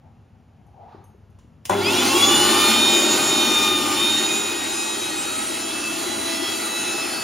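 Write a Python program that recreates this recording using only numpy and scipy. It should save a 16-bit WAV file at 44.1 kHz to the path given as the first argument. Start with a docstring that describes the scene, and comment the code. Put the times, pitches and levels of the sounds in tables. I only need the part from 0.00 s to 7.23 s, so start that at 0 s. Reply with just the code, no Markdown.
"""Kitchen, stone counter: a mixer grinder. Its jar is twisted on (rubbing noise), bracelets clink, knocks and a
knob tick sound (dying sines, tinted bursts), then the motor kicks and spins up: a whine of shaft orders
(sines on one speed curve), mains hum and a roar of cooling air (shaped noise), over room tone and hand rumble.
The phone then turns away and the sound gets duller. Left and right differ in phase and level by frequency."""
import sys
import numpy as np
from scipy import signal
from scipy.fft import rfft, irfft, next_fast_len
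from scipy.io import wavfile
from scipy.ndimage import uniform_filter1d

SR = 44100
rng = np.random.default_rng(int(sys.argv[2]) if len(sys.argv) > 2 else 0)


def persist_wave(psi):
    """Save psi, clipped to +-1, as 16-bit WAV."""
    counts = np.round(np.clip(psi, -1, 1) * 32767).astype(np.int16)
    wavfile.write(sys.argv[1], SR, np.atleast_2d(counts).T)


def field_ratio(decibels):
    """Amplitude ratio for a level in dB (20 dB per decade); scalars and array-likes work."""
    return 10 ** (np.asarray(decibels, dtype=float) / 20)


N = 318843

# Phone turning: t/s, share turned away
TURN = [(0, 0), (4.0, 0), (4.7, 0.85), (7.3, 1)]

# Room tone with the low modes of the kitchen: f/Hz, relative level/dB
ROOM_COLOUR = [(25, -36), (60, -11), (92, 0), (112, -8), (135, -2), (152, -10), (170, -8), (195, -16),
               (230, -4), (255, -19), (400, -22), (900, -27), (2000, -37), (2800, -38), (4000, -45),
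               (8000, -49), (11000, -55), (15800, -62)]
# Rumble of the holding hand: f/Hz, relative level/dB
HAND_COLOUR = [(20, -22), (45, -5), (70, -4), (110, -10), (200, -30), (400, -54), (2000, -110)]
# Wavering low hum of an appliance: f/Hz, mean level facing/dB
LOW_HUM = (99.5, -56)
# Grip shifts: t/s, level/dB
BUMPS = [(0.0, -64), (2.03, -58), (4.57, -48), (6.191, -49)]
ROOM_FACING_DB, BUMP_T60_S = -51.5, 0.34
# mean hand rumble with the motor running, depth of its sway, extra before the motor starts
HAND_DB, HAND_SWAY_DB, GRIP_DB = -66, 4.0, 3.0

# Jar twisted onto its seat: t/s, rub level/dB, brightness 0-1
TWIST = [(0.0, -60, 0), (0.07, -56, 0), (0.12, -68, 0), (0.45, -72, 0.2), (0.71, -64, 0.1), (0.75, -56, 0),
         (0.805, -45.5, 0), (0.86, -47.5, 0.25), (0.92, -49, 0.65), (0.956, -51, 0.9), (0.99, -55, 0.75),
         (1.04, -56, 0.7), (1.08, -63, 0.7), (1.16, -68, 0.5)]
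# Rub colour: f/Hz, relative level dull/dB, relative level bright/dB
JAR_COLOUR = [(300, -18, -22), (480, -10, -17), (640, -12, -17), (730, 6, -4), (860, -2, 2),
              (1000, -18, -13), (1200, -22, 1), (1300, -28, -13), (1450, -30, -9), (2000, -36, -19),
              (3200, -42, -25), (4100, -44, -22), (6000, -52, -35), (10000, -62, -48)]

# Bracelet clinks: t/s, level/dB
CLINKS = [(.665, -72), (1.04, -59.5), (1.3, -73)]
# Bracelet modes: f/Hz, relative level/dB, t60/s
BRACELET_MODES = [(6500, -1, .09), (6050, -6, .08), (9030, 1, 0.15), (10190, -5, 0.13), (12450, -3, .11),
                  (13100, -8, .08)]
# Soft knocks: t/s, level/dB, f/Hz
KNOCKS = [(0.947, -28.5, 373), (0.965, -38, 350), (1.148, -38.5, 413), (1.389, -47, 1050),
          (1.446, -41, 302), (1.653, -36, 1040), (1.656, -39, 340)]
# Knob ticks: t/s, level/dB, t60/s, lowpass corner/Hz (capped at SR/3)
TICKS = [(1.3876, -53, 0.054, 6000), (1.395, -61, 0.32, 3500), (1.6534, -26.5, 0.074, 15000),
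         (1.696, -22, 0.064, 15000)]
# Colour of a plastic tick: f/Hz, relative level/dB
TICK_COLOUR = [(700, -8), (1500, -10), (2800, 1.5), (4500, -5), (6000, 0), (8000, 5), (11500, -7),
               (13000, -10), (15800, -2)]
# Torque blows at start-up: t/s, level/dB
KICKS = [(1.6971, -9.5), (1.706, -14), (1.7173, -13), (1.727, -17.5), (1.739, -27)]
# Modes rung by the blows: f/Hz, relative level/dB, t60/s
KICK_MODES = [(407, -12.5, 0.29), (607, -7, 0.092), (833, 3.5, 0.02), (953, 4, 0.02), (1270, -14, 0.017),
              (1400, -8.5, 0.027)]
KNOCK_T60_S = 0.022

# Rotor passes, two a turn: t/s, f/Hz
PASS_RATE = [(1.72, 235.9), (1.76, 288.5), (1.82, 361.5), (1.87, 415.6), (1.93, 462), (2.0, 495),
             (2.1, 532), (2.25, 572.5), (2.45, 594.2), (2.75, 610.2), (3.2, 617.3), (3.58, 608.4),
             (3.7, 610), (3.93, 604), (4.04, 611.6), (4.4, 624.1), (5.08, 638.7), (5.16, 628.4),
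             (5.55, 649.5), (5.7, 655), (6.0, 660.4), (6.2, 660.4), (6.52, 659), (6.6, 654), (7.23, 652.3)]
# Air noise: t/s, housing roar level/dB, air hiss level/dB
ROAR = [(1.7, -26, -32), (1.76, -26, -35), (1.85, -24.5, -28), (1.93, -22, -23.5), (2.2, -21, -20),
        (2.7, -22.5, -21.5), (3.02, -24, -23), (3.61, -25.5, -24), (4.35, -29.5, -27), (4.55, -32, -30),
        (5.3, -33.5, -30.5), (5.9, -32, -30.5), (6.3, -32, -29), (7.23, -32.5, -30)]
# Air noise colour: f/Hz, relative level facing/dB, relative level turned away/dB
AIR_COLOUR = [(40.4, -59, -68), (139, -12.5, -11.5), (286, -7, 0), (338, 2, 6), (418, -9, -5),
              (805, -9.5, -4), (815, -9, -3.5), (1503, -9.5, -7.5), (1528, -16, -14), (2810, -9, -13),
              (5720, -15.5, -19), (8920, -10.5, -11.5), (11120, -24.5, -26), (15400, -23, -27.5)]
# Housing resonances in the air noise: f/Hz, width/Hz, relative level/dB
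HOUSING = [(225.3, 5.2, 6.5), (273, 23, 1), (354.5, 18, -1.5), (403.5, 12.2, 5), (800.3, 11, 6.5),
           (836, 23, -3.5), (872, 8.5, 1.5), (1411, 39, -3.5), (3453, 37, -5)]
# Loudest orders: multiples of the pass rate
STRONG = (2, 4, 5, 6, 7, 8, 10, 11, 12, 14)
# Their whines: t/s, then one level/dB per multiple, in the order of STRONG
WHINE = [(1.74, -42, -50, -53, -48, -43, -38, -43, -46, -52, -63),
         (1.81, -37, -55, -46, -41, -48, -45, -47, -42, -42, -47),
         (1.88, -38, -55, -36, -30, -34, -31, -51, -49, -31, -56),
         (1.94, -40, -48, -42, -35, -41, -39, -47, -48, -32, -55),
         (1.99, -39, -40, -32, -28, -29, -38, -53, -40, -38, -40),
         (2.08, -35, -33, -35, -40, -55, -37, -43, -37, -31, -43),
         (2.16, -25, -42, -27, -29, -37, -52, -37, -46, -43, -31),
         (2.25, -29, -32, -31, -22.5, -34, -34, -45, -34, -28, -37),
         (2.35, -34.5, -45, -25.5, -23.5, -38, -40, -46, -36, -26, -35),
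         (2.45, -30, -46, -23.5, -33, -29, -31, -36, -38, -27.5, -31),
         (2.58, -28.5, -28.5, -29.5, -24, -35, -34, -46, -34, -28, -37),
         (2.72, -32, -29.5, -29, -21.5, -28.5, -44, -46, -35, -33, -32),
         (2.95, -51, -27.5, -29, -21, -36, -35, -40, -27, -31, -41),
         (3.2, -35, -32.5, -39, -24.5, -36, -40, -44, -29, -30, -40),
         (3.42, -37, -33.5, -32, -23, -35, -41, -40, -30.5, -34, -40),
         (3.65, -31, -29, -36, -22.5, -36, -43, -37, -35.5, -35, -38),
         (3.78, -34, -35, -36, -25, -45, -47, -46, -36, -39, -44),
         (3.92, -29, -42, -36, -40, -43, -47, -46, -44, -27.5, -47),
         (4.0, -41.5, -32.5, -30.5, -21.5, -36.5, -49, -43, -39, -37, -43),
         (4.2, -42, -36.5, -42, -23, -35, -40, -44, -32, -36, -38),
         (4.35, -40.5, -29.5, -41, -30, -54, -43, -41, -30.5, -31.5, -35),
         (4.6, -46, -40, -53, -36, -48, -46, -49, -39.5, -41, -44),
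         (4.8, -50, -36, -45, -32, -55, -42, -38, -33, -34, -36),
         (5.08, -51, -37.5, -40, -36.5, -43, -47, -43, -44, -33, -46),
         (5.4, -41, -43, -50, -38, -46, -53, -46, -38, -34, -35),
         (5.62, -43.5, -40.5, -41, -41, -53, -42, -44, -39, -41, -36),
         (5.85, -63, -31, -47, -46, -43, -42, -45, -39, -45, -38),
         (6.1, -60, -47, -42, -36.5, -43, -56, -44, -41, -41, -45),
         (6.3, -57, -40, -45, -36, -47, -41, -42, -39, -39, -40),
         (6.48, -43.5, -42, -34.5, -43, -41, -37, -42, -40, -43, -56),
         (6.65, -47, -39, -49, -37.5, -42, -52, -37.5, -38, -43, -33),
         (6.9, -45, -33, -50, -34.5, -57, -41, -37, -38, -49, -37.5),
         (7.15, -43.5, -37.5, -58, -51, -38, -39, -55, -39, -47, -41)]
# Weaker orders: multiple of the pass rate, peak re air hiss facing/dB, same turned away/dB (at REF_HZ)
WEAK_ORDERS = [(.5, -10, -9.5), (1, -15.5, -15), (1.5, -14, -21), (2.5, -16, -24.5), (3, -16.5, -13.5),
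               (4.5, -21, -19), (5.5, -28, -24), (6.5, -22.5, -12.5), (8.5, -33, -43), (9, -11.5, -15),
               (13, -21, -27), (15, -13.5, -13.5), (16, -13, -23), (17, -19, -25), (18, -17, -22),
               (19, -22, -36)]
# Magnetic hum: f/Hz, level at full speed facing/dB, extra at switch-on/dB, fade of the extra/s
MAINS = [(100.3, -48.5, 14.5, 0.77), (189.6, -55.5, 30.5, 0.44), (397, -45.5, 27, 0.32)]
START_S, ON_S, FIELD_HZ = ROAR[0][0], KICKS[0][0], MAINS[0][0]
GROWTH, REF_HZ = 2.7, 620  # weaker orders rise as this power of pass rate / REF_HZ
WET_DB, WALLS_T60_S = -11.5, 0.5  # the walls break up a gliding tone
PEAK_LOSS_AWAY = 0.48  # share of the housing peaks lost when turned away
# shaking at spin-up breaks up the whines (depth) and smears them (rad per multiple)
SHAKE_DEPTH, SHAKE_FADE_S, SHAKE_HZ, SHAKE_RAD = 2.0, 0.3, 45, 0.09
BLUR_RAD = 0.03  # speed jitter on the weaker orders, rad per multiple
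FLUTTER, FLUTTER_AWAY, FLUTTER_HZ = 0.2, 0.14, 42  # depth facing, extra depth turned away, rate
# sharp casing mode: rung by the shaking, and added gain on tones that cross it
CASING_HZ, CASING_WIDTH_HZ, CASING_RING_DB, CASING_GAIN = 3406, 24, -37, 0.8

# Stereo likeness, nearly full in much of the treble (over 1 is clipped): f/Hz, facing, turned away
LIKENESS = [(60, 0.97, 0.93), (360, 0.935, 0.68), (590, 0.77, 0.22), (1100, 0.81, 0.38), (1700, 0.98, 0.84),
            (2530, 1.025, 1.01), (3320, 0.88, 0.86), (4500, 0.96, 0.96), (13200, 1.05, 1.05),
            (13800, 0.44, 0.53)]
# Stereo phase by frequency: f/Hz, left lead/rad
LEFT_LEAD = [(60, 0), (430, .2), (1000, .5), (1460, 0), (2700, 0), (3500, .6), (4500, 0), (6700, 0),
             (7400, 1.4), (7720, 3.2), (8750, 3.2), (9100, 1.8), (10000, .9), (10450, 0), (13500, 0),
             (14000, -1), (14700, -1.5), (15800, -2.8)]
# Stereo level by frequency: f/Hz, left minus right/dB
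LEFT_DB = [(60, 0), (160, 4), (300, 1), (740, 3), (1220, 0.5)]
EDGE_HZ = 15800


def evened(x):
    """Scales to rms 1."""
    return x / np.sqrt(np.mean(x ** 2) + 1e-20)


def read(points, hz, axis=1):
    """Table column against log frequency."""
    table = np.transpose(points)
    return np.interp(np.log(hz + 1), np.log(table[0] + 1), table[axis])


def curve(rows, t, axis=1):
    """Table column against time."""
    table = np.transpose(rows)
    return np.interp(t, table[0], table[axis])


def add(mix, s, sound):
    """Adds a sound into the mix at s seconds."""
    part = mix[round(s * SR):][:len(sound)]
    part += sound[:len(part)]


def stft_grid(size=1024):
    """Frame times and bin frequencies of short-time spectra."""
    return np.arange(4 * N // size + 5) * size / 4 / SR, np.fft.rfftfreq(size, 1 / SR)


def noise(shape, size=1024):
    """Noise of bins x frames magnitude; frames levelled to unit power, whole to rms 1."""
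    a, b = rng.standard_normal(shape.T.shape + (2,)).T
    unit = shape / np.sqrt((shape ** 2).sum(0))
    return evened(signal.istft((a + 1j * b) * unit, nperseg=size, noverlap=3 * size // 4)[1][:N])


def steady_noise(colour, size=1024):
    """Noise of one unchanging colour."""
    frames, hz = stft_grid(size)
    return noise(np.outer(field_ratio(read(colour, hz)), np.ones(len(frames))), size)


def waver(rate_hz):
    """Random wander: knots of rms 1 at the given rate, joined by straight lines."""
    knots = rng.standard_normal(int(N / SR * rate_hz) + 2)
    return np.interp(np.arange(N) / SR * rate_hz, np.arange(len(knots)), knots)


def fading(depth, rate_hz):
    """A steady path plus drifting reflections: swells and brief dropouts."""
    return abs(1 + depth * (waver(rate_hz) + 1j * waver(rate_hz))) / np.sqrt(1 + depth ** 2)


def ring(modes):
    """A struck thing: dying sines with a soft start."""
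    t = np.arange(SR // 3) / SR
    rise = 1 - np.exp(-t / 0.0008)
    return rise * sum(field_ratio(db - 60 * t / t60) * np.sin(2 * np.pi * hz * t) for hz, db, t60 in modes)


def walls(x, t60, delay=300):
    """Tiled walls: a dense dying tail of energy 1, from delay samples on."""
    t = np.arange(int(t60 * SR)) / SR
    tail = rng.standard_normal(len(t)) * field_ratio(-60 * t / t60) * (t > delay / SR)
    return signal.oaconvolve(x, tail / np.linalg.norm(tail))[:N]


def room_tone():
    """Quiet kitchen air, a wavering low hum, and the rumble of the hand on the phone."""
    t = np.arange(N) / SR
    turned = curve(TURN, t)
    air = field_ratio(ROOM_FACING_DB - 2.0 * turned) * steady_noise(ROOM_COLOUR, size=2048)
    hum_hz, hum_db = LOW_HUM
    hum = field_ratio(hum_db + 4.0 * waver(12) - 4.0 * turned) * np.sin(2 * np.pi * hum_hz * t)
    grip = field_ratio(HAND_DB + HAND_SWAY_DB * waver(5.2) + GRIP_DB * (t < ON_S))
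    for s, db in BUMPS:
        grip = grip + np.clip((t - s) / 0.026, 0, 1) * field_ratio(db - 60 * abs(t - s) / BUMP_T60_S)
    return air + grip * steady_noise(HAND_COLOUR, size=2048) + hum


def twist():
    """Rubber drags on plastic in uneven slips; its colour follows the brightness curve."""
    frames, hz = stft_grid(size=512)
    bright = np.clip(curve(TWIST, frames, axis=2), 0, 1)
    colour_db = np.outer(read(JAR_COLOUR, hz), 1 - bright) + np.outer(read(JAR_COLOUR, hz, axis=2), bright)
    rub = noise(field_ratio(colour_db), size=512)
    t = np.arange(N) / SR
    inside = np.clip(np.minimum(t - TWIST[0][0], TWIST[-1][0] - t) / 0.033, 0, 1)
    drag = inside * field_ratio(curve(TWIST, t) + 1.2 * waver(70)) * rub
    return drag + field_ratio(-6.0) * walls(drag, WALLS_T60_S)


def hits():
    """Struck modes for clinks, knocks and start-up blows; decaying noise for knob ticks; wall tail."""
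    mix, t = np.zeros(N), np.arange(SR // 3) / SR
    for s, db in CLINKS:
        add(mix, s, field_ratio(db) * ring(BRACELET_MODES))
    for s, db, hz in KNOCKS:
        add(mix, s, ring([(hz, db, KNOCK_T60_S)]))
    plastic = steady_noise(TICK_COLOUR)
    for s, db, t60, corner_hz in TICKS:
        lowpass = signal.butter(1, min(corner_hz, SR / 3), fs=SR)
        burst = signal.lfilter(*lowpass, plastic[round(s * SR):][:len(t)])
        add(mix, s, field_ratio(db - 60 * t / t60) * burst)
    for s, db in KICKS:
        add(mix, s, field_ratio(db) * ring(KICK_MODES))
    return mix + field_ratio(-4.0) * walls(mix, 0.6)


def airflow(size):
    """Magnitude of the cooling air through the housing, and the power share above the crossover."""
    frames, hz = stft_grid(size)
    turned = curve(TURN, frames)
    colour_db = np.outer(read(AIR_COLOUR, hz), 1 - turned) + np.outer(read(AIR_COLOUR, hz, axis=2), turned)
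    peaks = sum(2.07 * field_ratio(db) / (1 + (2 * (hz - f) / w) ** 2) for f, w, db in HOUSING)
    patches = rng.standard_normal(colour_db.T.shape)
    patches = uniform_filter1d(uniform_filter1d(patches, 10, 0), 10, 1)
    patches = evened(patches).T
    high = 1 / (1 + (1600 / (hz[:, None] + 1)) ** 8)
    return field_ratio(colour_db + 1.43 * patches) * (1 + np.outer(peaks, 1 - PEAK_LOSS_AWAY * turned)), high


def air_noise(t, passes):
    """Low roar and chopped high hiss of the cooling air."""
    shape, high = airflow(size=4096)
    roar = field_ratio(curve(ROAR, t)) * noise(shape * np.sqrt(1 - high), size=4096)
    # fan blades chop the air once and four times a turn; the flow gusts a little
    chop = 1 + 0.15 * np.cos(np.pi * passes) + 0.12 * np.cos(4 * np.pi * passes)
    gusts = field_ratio(0.7 * waver(14))
    shape, high = airflow(size=1024)
    return roar + field_ratio(curve(ROAR, t, axis=2)) * chop * gusts * noise(shape * np.sqrt(high))


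def strong_orders(t, passes, away, shaking):
    """Loudest shaft orders: each flutters, and is broken up and smeared by the spin-up shaking."""
    whine = 0
    for i, k in enumerate(STRONG):
        level = np.sqrt(2) * field_ratio(curve(WHINE, t, axis=1 + i) + 1.2 * waver(24))
        level = level * fading(FLUTTER + FLUTTER_AWAY * away, FLUTTER_HZ) * fading(SHAKE_DEPTH * shaking, SHAKE_HZ)
        smear = 0.32 * waver(60) + k * SHAKE_RAD * shaking * waver(200)
        whine = whine + level * np.cos(2 * np.pi * k * passes + smear)
    return whine


def weak_orders(passes, growth, away, shaking):
    """Weaker shaft orders: grow with speed; reflections make each swell and fade on its own."""
    weak = 0
    for k, near_db, far_db in WEAK_ORDERS:
        level = field_ratio((1 - away) * near_db + away * far_db + 2.56 * waver(5)) * growth
        level = level * fading(0.37, 16) * fading(SHAKE_DEPTH * shaking, SHAKE_HZ)
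        blur = k * (BLUR_RAD + SHAKE_RAD * shaking) * waver(200)
        weak = weak + level * np.cos(2 * np.pi * (k * passes + rng.random()) + blur)
    return weak


def slip_lines(t, passes, growth, away, shaking):
    """The second multiple beats with the mains field: lines FIELD_HZ below and above it."""
    level = field_ratio(-14 - 4 * away + 3 * waver(8)) * growth * fading(0.62, 30)
    below = np.cos(2 * np.pi * (2 * passes - FIELD_HZ * t))
    above = np.cos(2 * np.pi * (2 * passes + FIELD_HZ * t))
    return level * (below + (0.3 + 3.2 * shaking) * above)


def mains_hum(t, away):
    """Magnetic hum; the inrush current dies as speed builds."""
    since = np.maximum(t - START_S, 0)
    hum = 0
    for f, db, extra_db, fade in MAINS:
        level_db = db + extra_db * np.exp(-since / fade) - 10.0 * away + 3.0 * waver(18)
        hum = hum + field_ratio(level_db) * np.sin(2 * np.pi * f * t)
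    return hum


def motor():
    """Shaft orders, mains hum and air noise, with a ringing casing mode and wall tail on the tones."""
    t = np.arange(N) / SR
    rate = uniform_filter1d(curve(PASS_RATE, t), size=1500)
    passes = np.cumsum(rate) / SR
    away, growth = curve(TURN, t), (rate / REF_HZ) ** GROWTH
    shaking = np.exp(-np.maximum(t - START_S, 0) / SHAKE_FADE_S)
    on = np.clip((t - ON_S) / 0.014, 0, 1)
    whine = strong_orders(t, passes, away, shaking)
    weak = weak_orders(passes, growth, away, shaking) + slip_lines(t, passes, growth, away, shaking)
    ripple = 1 + 0.07 * np.cos(2 * np.pi * FIELD_HZ * t)  # torque ripple: side lines around each order
    tones = on * ripple * (whine + field_ratio(curve(ROAR, t, axis=2)) * weak)
    mode = signal.iirpeak(CASING_HZ, CASING_HZ / CASING_WIDTH_HZ, fs=SR)
    rattle = evened(signal.lfilter(*mode, rng.standard_normal(N))) * np.sqrt(shaking) * field_ratio(CASING_RING_DB)
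    tones = tones + CASING_GAIN * signal.lfilter(*mode, tones) + on * rattle
    return on * (air_noise(t, passes) + mains_hum(t, away)) + tones + field_ratio(WET_DB) * walls(tones, WALLS_T60_S)


def scene():
    """Left and right share one part of the sound; the rest wanders in phase between them."""
    mono = room_tone() + twist() + hits() + motor()
    hz, t, z = signal.stft(mono, SR, nperseg=1024, noverlap=768)
    turned = curve(TURN, t)
    same = np.outer(read(LIKENESS, hz), 1 - turned) + np.outer(read(LIKENESS, hz, axis=2), turned)
    half = np.arccos(np.clip(same, 0, 1)) / 2
    a, b = rng.standard_normal(z.T.shape + (2,)).T
    drift = uniform_filter1d(uniform_filter1d(a, size=6, axis=1), size=3, axis=0)
    drift = drift + 1j * uniform_filter1d(uniform_filter1d(b, size=6, axis=1), size=3, axis=0)
    mid = z * np.cos(half)
    side = 1.41 * z * np.sin(half) * drift / abs(drift)
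    return signal.istft(np.array([mid + side, mid - side]), SR, nperseg=1024, noverlap=768)[1][:, :N]


def band_limit(x):
    """A steep low-pass at the top of the band."""
    return signal.sosfilt(signal.butter(12, 16400, fs=SR, output="sos"), x)


def record(dry):
    """Stereo phase and level by frequency, and the band limits."""
    size = next_fast_len(N + 4096)
    hz = np.fft.rfftfreq(size, 1 / SR)
    left = field_ratio(read(LEFT_DB + [(2000, 0)], hz) / 2)  # half the difference to each side; level above 2 kHz
    left = left * np.exp(0.5j * np.clip(read(LEFT_LEAD, hz), -np.pi, np.pi))
    edge = 1 / (1 + (hz / EDGE_HZ) ** 200)
    edge = edge / np.sqrt(1 + (45 / (hz + 1)) ** 6)  # the microphone drops deep bass
    stereo = irfft(rfft(dry, size) * np.array([left, 1 / left]) * edge, size)[:, :N]
    return band_limit(stereo)


dry = scene()
out = record(dry)
persist_wave(out)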